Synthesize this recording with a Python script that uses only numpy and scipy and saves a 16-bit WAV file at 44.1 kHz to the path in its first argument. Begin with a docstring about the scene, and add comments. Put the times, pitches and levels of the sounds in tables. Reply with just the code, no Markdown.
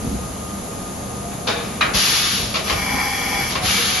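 """A humming workshop, stereo microphone close by at the open door of a machining centre's steel enclosure.
The machine changes its tool. The head rumbles to a stop; the tool pot squeaks, swings down and lands
with ringing knocks. The drawbar releases with a thump and a blast of air through the spindle bore.
The geared arm whines and chatters as it pulls, swings and seats the tools over a hiss of purge air,
and the drawbar clamps with a second blast. Clatter and air echo between the steel walls."""
import sys
import numpy as np
from scipy import signal
from scipy.fft import rfft, irfft
from scipy.io import wavfile

SR = 44100
rng = np.random.default_rng(int(sys.argv[2]) if len(sys.argv) > 2 else 0)


def store_pcm(level_fs):
    """Save levels as 16-bit WAV."""
    pcm = np.round(np.clip(level_fs, -1, 1) * 32767).astype(np.int16)
    wavfile.write(sys.argv[1], SR, np.atleast_2d(pcm).T)


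N = 176400
T = np.arange(N) / SR
HZ = np.maximum(np.arange(N // 2 + 1) * SR / N, 1)

# workshop and idling machine: freq_hz, density_db
SHOP_SPECTRUM = [(22, -70), (35, -72), (50, -57), (70, -62), (90, -59), (115, -62.5), (150, -56.5),
                 (200, -55), (290, -60), (400, -62), (750, -62.5), (950, -69), (1300, -69), (1800, -77),
                 (5700, -78.5), (6700, -70.5), (8400, -76), (9500, -71), (11500, -76)]
# pumps and fans: pitch_hz, level_db, wander_hz
HUM_TONES = [(196.7, -41, 5.89), (222.5, -50.5, 5), (121.3, -46.5, 2.53), (104.1, -49.5, 2.8),
             (72.2, -47, 3.9), (477.7, -49, 3.08), (1228, -45.5, 2.37)]
# head travelling up: freq_hz, density_db
TRAVEL_SPECTRUM = [(25, -74), (60, -43.5), (100, -52.5), (190, -47), (300, -53.5), (600, -75),
                   (1500, -82.5)]
# short notes of the pot, the slowing arm motor and the spindle bore:
# start_s, pitch_hz, level_db, rise_s, decay_s
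BRIEF_TONES = [(1.215, 700, -33, 0.045, 0.14), (3.575, 738, -31.5, 0.023, 0.21),
               (3.77, 476, -33, 0.028, 0.082)]
# metal on metal: start_s, struck_part, level_db, rise_s, decay_s, bass_db, treble_db
KNOCKS = [(1.315, "linkage", -15.5, .003, 0.024, 3, -6), (1.469, "linkage", -1.5, .006, 0.026, 3, 8),
          (1.484, "linkage", -1.5, .003, 0.039, 7, -4), (1.549, "linkage", -14, .027, 0.25, 10.5, 1.5),
          (1.8085, "pot", 11, 0.0016, 0.0061, -14, -7.5), (1.8112, "pot", 7.5, .00057, 0.022, -21.5, -6),
          (1.823, "pot", -1, .003, 0.11, 0.5, -16), (2.539, "arm", -3, 0.0043, 0.034, -3, 5.5),
          (2.553, "arm", -2, .003, 0.027, 8, 5), (2.657, "arm", -4.5, .024, 0.036, 1.5, 1.5),
          (2.697, "arm", 2.5, 0.0018, 0.017, -2, 1.5), (2.714, "arm", -3, .002, .024, 5, -8),
          (2.786, "arm", -15, .001, .005, -9, 0), (2.935, "arm", -20, .0022, .02, -4, -20),
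          (3.489, "arm", -8, .032, 0.034, 4, 10), (3.551, "arm", 3, .004, 0.014, -3, -1.5),
          (3.566, "arm", -0.5, .002, 0.016, -7, -11), (3.599, "arm", -9.5, .025, 0.038, -2, -14)]
# clatter of a knock: freq_hz, density_db
CLATTER_SPECTRUM = [(60, -68), (250, -58), (500, -53.5), (850, -56.5), (1200, -49.5), (1700, -55.5),
                    (2400, -55.5), (3100, -57), (4000, -58), (5000, -61.5), (7000, -69), (11500, -93)]
# modes of the pot's linkage, the pot and the arm: pitch_hz, spread_hz, level_db, t60_s
LINKAGE_MODES = [(470.6, 7.1, 5.5, .4), (651, 20, 4.5, .45), (833, 18, 6, .3), (1103, 38.6, 6, 0.34),
                 (1578, 70, -0.5, 0.67), (1715, 21, 1, 0.55), (2350, 50, -0.5, .8), (2580, 40, -2, .6),
                 (2832, 22, -1, .25), (3450, 81, 7, 0.18), (3680, 70, 6, 0.48), (3870, 40, -2, 0.27),
                 (4600, 70, -3, .45)]
POT_MODES = [(635, 11, 3.5, 0.57), (1170, 39, 5.5, 0.28), (1267, 19, 12.5, 0.17), (1440, 20, 0, 0.56),
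             (1622, 39, 1.5, 0.36), (1840, 27, 5, 0.16), (2050, 60, -2, 0.25), (2320, 30, 3, 0.18),
             (2436, 15, 4, 0.33), (2500, 20, 3, .3), (2885, 17, 2, .27), (3850, 30, 6, .24),
             (4090, 21, 5, .24)]
ARM_MODES = [(644, 13.6, 5.5, 0.39), (1050, 23, 7, 0.18), (1097, 17, 0.5, 0.37), (1300, 40, -4, 0.18),
             (2280, 37, 1, .22), (2400, 36, 6.5, .28), (2650, 20, 2, .35), (2780, 36, 3, 0.23),
             (3200, 30, -3, 0.18), (3354, 30, 1, .16), (4100, 50, 0, .2), (4570, 45, 9, 0.14)]
# what rings when struck: struck_part, modes
PART_MODES = {"linkage": LINKAGE_MODES, "pot": POT_MODES, "arm": ARM_MODES}
# drawbar air: start_s, level_db, rise_s, hold_s, sag_db_per_s, release_db_per_s, treble_db
BLASTS = [(1.932, 2.24, 0.019, 0.4, 12.5, 62, -3.5), (3.604, 1, 0.063, 0.34, 11, 27, -4)]
# air jet: freq_hz, density_db
JET_SPECTRUM = [(200, -101), (700, -65.5), (1300, -56), (2200, -58), (3400, -53), (4600, -52),
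                (5600, -54.5), (7000, -54), (8600, -84.5), (10000, -55.5), (11500, -57)]
# spindle bore, open and with the tool seated: freq_hz, width_hz, density_db
BORE_OPEN = [(1515, 29, -57), (2220, 36, -56), (2660, 34, -55.5), (2910, 19, -47), (3040, 23, -57),
             (3510, 47, -50), (4000, 36, -55), (4440, 50, -51), (4500, 24, -45.5), (4760, 93, -50.5),
             (5080, 33, -50), (5520, 36, -50), (5590, 44, -46)]
BORE_SEATED = [(1250, 32, -54), (1530, 70, -55.5), (2140, 19, -48.5), (2317, 26, -49), (2800, 21, -46),
               (3170, 35, -54), (3560, 60, -55), (4150, 75, -66), (4550, 67, -51.5), (5750, 80, -63)]
# drawbar and cam at their stops: start_s, level_db, decay_s
THUMPS = [(1.942, 9.5, 0.029), (2.069, -7, 0.073), (2.39, 0, 0.081), (2.722, 2, .06), (2.935, 4.5, 0.035),
          (3.391, -2.5, 0.083), (3.559, 4, 0.019), (3.612, 2, 0.024), (3.632, 0.5, 0.036)]
# shaken frame: freq_hz, density_db
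THUMP_SPECTRUM = [(22, -81), (48, -47.5), (75, -47), (130, -50), (210, -53), (300, -60), (700, -60.5),
                  (2000, -100)]
# flow of purge air: time_s, level_db
PURGE_FLOW = [(2.64, 3), (2.69, 2.5), (3.5, 4.5), (3.57, -23), (3.61, -28)]
# its hiss: freq_hz, density_db
PURGE_SPECTRUM = [(1000, -78.5), (2500, -72.5), (2900, -70), (3400, -66), (3580, -81), (3850, -81),
                  (4050, -74), (4600, -70), (5700, -67), (6800, -74.5), (8400, -72.5), (9500, -84),
                  (11200, -69)]
# load on the arm's drive: time_s, level_db
ARM_LOAD = [(2.66, -25), (2.73, -8), (2.82, -1.5), (2.94, 1), (3.02, 2), (3.1, -2), (3.17, -2), (3.3, -2),
            (3.4, 1.5), (3.47, -3.5), (3.52, -12), (3.66, -23)]
# gearbox resonances: freq_hz, width_hz, density_db
GEARBOX_MODES = [(804, 67, -54.5), (1011, 31, -51), (1838, 28, -51.5), (2020, 40, -55), (2274, 50, -50),
                 (3380, 26, -58.5), (4040, 33, -65), (4720, 28, -57), (5100, 100, -64.5)]
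# broad grinding: freq_hz, density_db
GRIND_SPECTRUM = [(100, -68), (450, -97), (800, -65), (1400, -60), (2200, -65), (2550, -90), (3700, -77),
                  (8000, -90)]
# gear mesh and motor: pitch_hz, level_db, wander_hz
WHINE_TONES = [(2187, -34.5, 8.9), (2318, -34.5, 13.9), (2360, -38.5, 8.8), (3392, -44, 14),
               (4770, -47, 11.8)]
# lower tones of the arm swinging round: pitch_hz, level_db, wander_hz
SWING_TONES = [(261.4, -39.5, 4.1), (780, -38, 16), (822, -34.5, 18)]
# likeness of left and right at the microphone: freq_hz, correlation
STEREO_LIKENESS = [(40, .999), (80, .993), (150, .92), (280, .78), (420, .5), (600, .15), (800, .48),
                   (1100, .62), (1500, -.25), (1800, .8), (2400, .68), (2900, .35), (3700, .46),
                   (6500, .26), (7200, -.65), (7700, -1), (9300, -1), (10000, -.05), (10400, .6),
                   (10900, 1)]
# balance at the microphone: freq_hz, left_minus_right_db
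STEREO_BALANCE = [(60, 0), (250, .3), (1000, .7), (2200, 2.5), (4500, 2.3), (7500, 0), (11500, 0)]


def amp(db):
    """Decibels to gain."""
    return 10 ** (np.asarray(db) / 20)


def curve(points):
    """Rows of freq_hz, value joined on a log-frequency axis."""
    hz, value = np.array(points, float).T
    return np.interp(np.log(HZ), np.log(hz), value)


def fader(points):
    """Gain that follows rows of time_s, level_db."""
    return amp(np.interp(T, *np.array(points).T, left=-90, right=-90))


def resonant(spectrum, modes):
    """Gain of a broad spectrum with steep-skirted resonances on top."""
    peaks = sum(amp(db) / (1 + 1j * (HZ - hz) / width) ** 2 for hz, width, db in modes)
    return np.hypot(amp(curve(spectrum)), np.abs(peaks))


def shelf(hz, db):
    """Gain that moves by db above hz."""
    return amp(db / (1 + (hz / HZ) ** 4))


def colour(x, gain):
    """Causal filter that gives unit white noise the density gain per root Hz."""
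    cepstrum = irfft(np.log(np.abs(gain) + 1e-9), N)
    cepstrum[1:N // 2] *= 2
    cepstrum[N // 2 + 1:] = 0
    impulse = irfft(np.exp(rfft(cepstrum)), N)
    return irfft(rfft(x, 2 * N) * rfft(impulse, 2 * N))[..., :N] * np.sqrt(SR / 2)


def noise():
    """Two unrelated white noises."""
    return rng.standard_normal((2, N))


def walk(rate_hz):
    """Random drift with a spread of 1."""
    knots = rng.standard_normal(N // 10)
    drift = np.interp(T * rate_hz, np.arange(len(knots)), knots)
    return drift / drift.std()


def swell(start, rise, decay):
    """Envelope that builds up and dies away."""
    age = np.maximum(T - start, 0)
    return np.minimum(age / rise, 1) * np.exp(-np.maximum(age - rise, 0) / decay)


def tones(rows, rate_hz, flutter_db, speed=1):
    """Tones that waver in pitch and level."""
    out = 0
    for hz, db, wander in rows:
        phase = 2 * np.pi * np.cumsum(hz * speed + wander * walk(rate_hz)) / SR
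        level = np.sqrt(2) * amp(db + flutter_db * walk(rate_hz / 2))
        out += level * np.sin(phase + np.array([[0], [.9]]))
    return out


def workshop():
    """Room tone: broad machine noise under wavering pumps and fans."""
    return colour(noise(), amp(curve(SHOP_SPECTRUM))) + tones(HUM_TONES, 25, flutter_db=3.5)


def head_travel(stop_s=0.15, fade_s=0.09):
    """The head rumbles through the last of its climb."""
    moving = np.minimum(T / 0.023, 1) * np.exp(-np.maximum(T - stop_s, 0) / fade_s)
    return colour(noise() * moving, amp(curve(TRAVEL_SPECTRUM)))


def brief_tones():
    """Short wavering notes: the pot squeaks, the slowing arm motor sings, air sounds the spindle bore."""
    return sum(swell(start, rise, decay) * tones([(hz, db, 4)], 40.08, flutter_db=4.5)
               for start, hz, db, rise, decay in BRIEF_TONES)


def knocks(bass_hz=643, treble_hz=3140, crack_db=10, crack_s=.0005, ring_db=-34.5):
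    """Contacts rattle, echo and ring the struck part; the faster the contact, the harder it cracks."""
    clatter, cracks, rings = 0, 0, np.zeros((2, N))
    for start, part, db, rise, decay, bass_db, treble_db in KNOCKS:
        tone = amp(db + bass_db) * shelf(bass_hz, -bass_db) * shelf(treble_hz, treble_db)
        first = int(start * SR)
        rattle = noise() * swell(start, rise, decay) * amp(1.34 * walk(350))
        crack = (np.arange(N) == first) * amp(crack_db) * min(crack_s / rise, 1)
        hit = colour(np.vstack([rattle, crack]), amp(curve(CLATTER_SPECTRUM)) * tone)
        clatter += hit[:2]
        cracks += hit[2]
        age = T[:min(N - first, SR // 2)]
        feed = amp(ring_db) * np.sqrt(decay / 0.021)  # longer rattles feed the modes more
        rings[:, first:first + len(age)] += feed * steel_ring(PART_MODES[part], rise, tone, age)
    return enclosure(clatter) + cracks + rings


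def steel_ring(modes, rise, tone, age):
    """A struck part rings: every mode is a close, beating trio."""
    out = 0
    for hz, spread, db, t60 in modes:
        trio = hz + spread * (np.array([-1, 0, 1]) + rng.uniform(-0.51, 0.53, 3))
        cycles = trio[:, None] * age + rng.random((2, 3, 1))
        waves = np.sin(2 * np.pi * cycles).sum(axis=1) / np.sqrt(3)
        level = amp(db) * np.interp(hz, HZ, tone)
        out += level * np.exp(-np.log(1000) * age / t60) * waves
    return np.minimum(age / rise, 1) * out


def enclosure(x, t60_s=0.29, echo_db=-0.5):
    """Dense short echoes off the steel walls join the direct sound."""
    impulse = (noise() * swell(0.0013, 0.0094, t60_s / np.log(1000)))[:, :SR // 2]
    impulse /= np.sqrt(np.sum(impulse ** 2, axis=1, keepdims=True))
    echoes = signal.fftconvolve(x, impulse, axes=1)[:, :N]
    return (x + amp(echo_db) * echoes) / np.hypot(1, amp(echo_db))


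def air_blasts(treble_hz=3670):
    """A valve opens and air sounds the spindle bore; pressure sags, then runs out."""
    out = 0
    for (start, db, rise, hold, sag, release, treble_db), bore in zip(BLASTS, (BORE_OPEN, BORE_SEATED)):
        age = np.maximum(T - start, 0)
        drop_db = sag * np.minimum(age, hold) + release * np.maximum(age - hold, 0)
        flow = np.minimum(age / rise, 1) * amp(db - drop_db + 0.33 * walk(50))
        out += colour(noise() * flow, resonant(JET_SPECTRUM, bore) * shelf(treble_hz, treble_db))
    return out


def thumps(rise_s=0.0031):
    """Heavy parts reach their stops and shake the frame."""
    push = sum(amp(db) * swell(start, rise_s, decay) for start, db, decay in THUMPS)
    return colour(noise() * push, amp(curve(THUMP_SPECTRUM)))


def purge_air():
    """Between the blasts, air blows the open spindle clean."""
    return colour(noise() * fader(PURGE_FLOW), amp(curve(PURGE_SPECTRUM)))


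def arm_chatter(rate_hz=119, jitter=0.25, decay_s=0.0081, spread_db=0.7):
    """Teeth and cam rollers chatter unevenly into the gearbox, louder under load."""
    gaps, sizes = rng.standard_normal((800, 2)).T
    times = np.cumsum(np.exp(jitter * gaps)) / rate_hz
    latest = np.maximum(np.searchsorted(times, T) - 1, 0)
    chatter = amp(spread_db * sizes[latest]) * np.exp(-np.abs(T - times[latest]) / decay_s)
    drive = fader(ARM_LOAD) * chatter / np.sqrt(np.mean(chatter ** 2))
    return colour(noise() * drive, resonant(GRIND_SPECTRUM, GEARBOX_MODES))


def arm_whine(swing_start_s=2.79, swing_end_s=3.49, ramp_s=.12, brake_s=3.45, slowing_per_s=.5):
    """Gears and motor whine, falling as the arm parks; lower tones join while it swings."""
    speed = np.clip(1 - slowing_per_s * (T - brake_s), 0, 1)
    whine = tones(WHINE_TONES, 150, flutter_db=2.0, speed=speed)
    swinging = np.clip(np.minimum(T - swing_start_s, swing_end_s - T) / ramp_s, 0, 1)
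    return fader(ARM_LOAD) * (whine + swinging * tones(SWING_TONES, 70, flutter_db=2.5))


def scene():
    """Everything at the microphone, a little to the left, its width varying with frequency."""
    machine = workshop() + head_travel() + thumps() + brief_tones() + knocks()
    machine = machine + arm_chatter() + arm_whine()
    a, b = rfft(machine + enclosure(purge_air() + air_blasts()))
    alike = np.clip(curve(STEREO_LIKENESS), -.9995, .9995)
    mid = (a + b) * np.sqrt(1 + alike) / 2
    side = (a - b) * np.sqrt(1 - alike) / 2
    lean = amp(curve(STEREO_BALANCE) / 2)
    return irfft(np.array([(mid + side) * lean, (mid - side) / lean]), N)


def record(dry):
    """The recorder rounds the highest peak and cuts the top steeply."""
    ceiling, top_hz = .9, 11700
    rounded = dry / (1 + (dry / ceiling) ** 8) ** (1 / 8)
    return signal.sosfilt(signal.ellip(12, .2, 90, top_hz, fs=SR, output="sos"), rounded)


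dry = scene()
out = record(dry)
store_pcm(out)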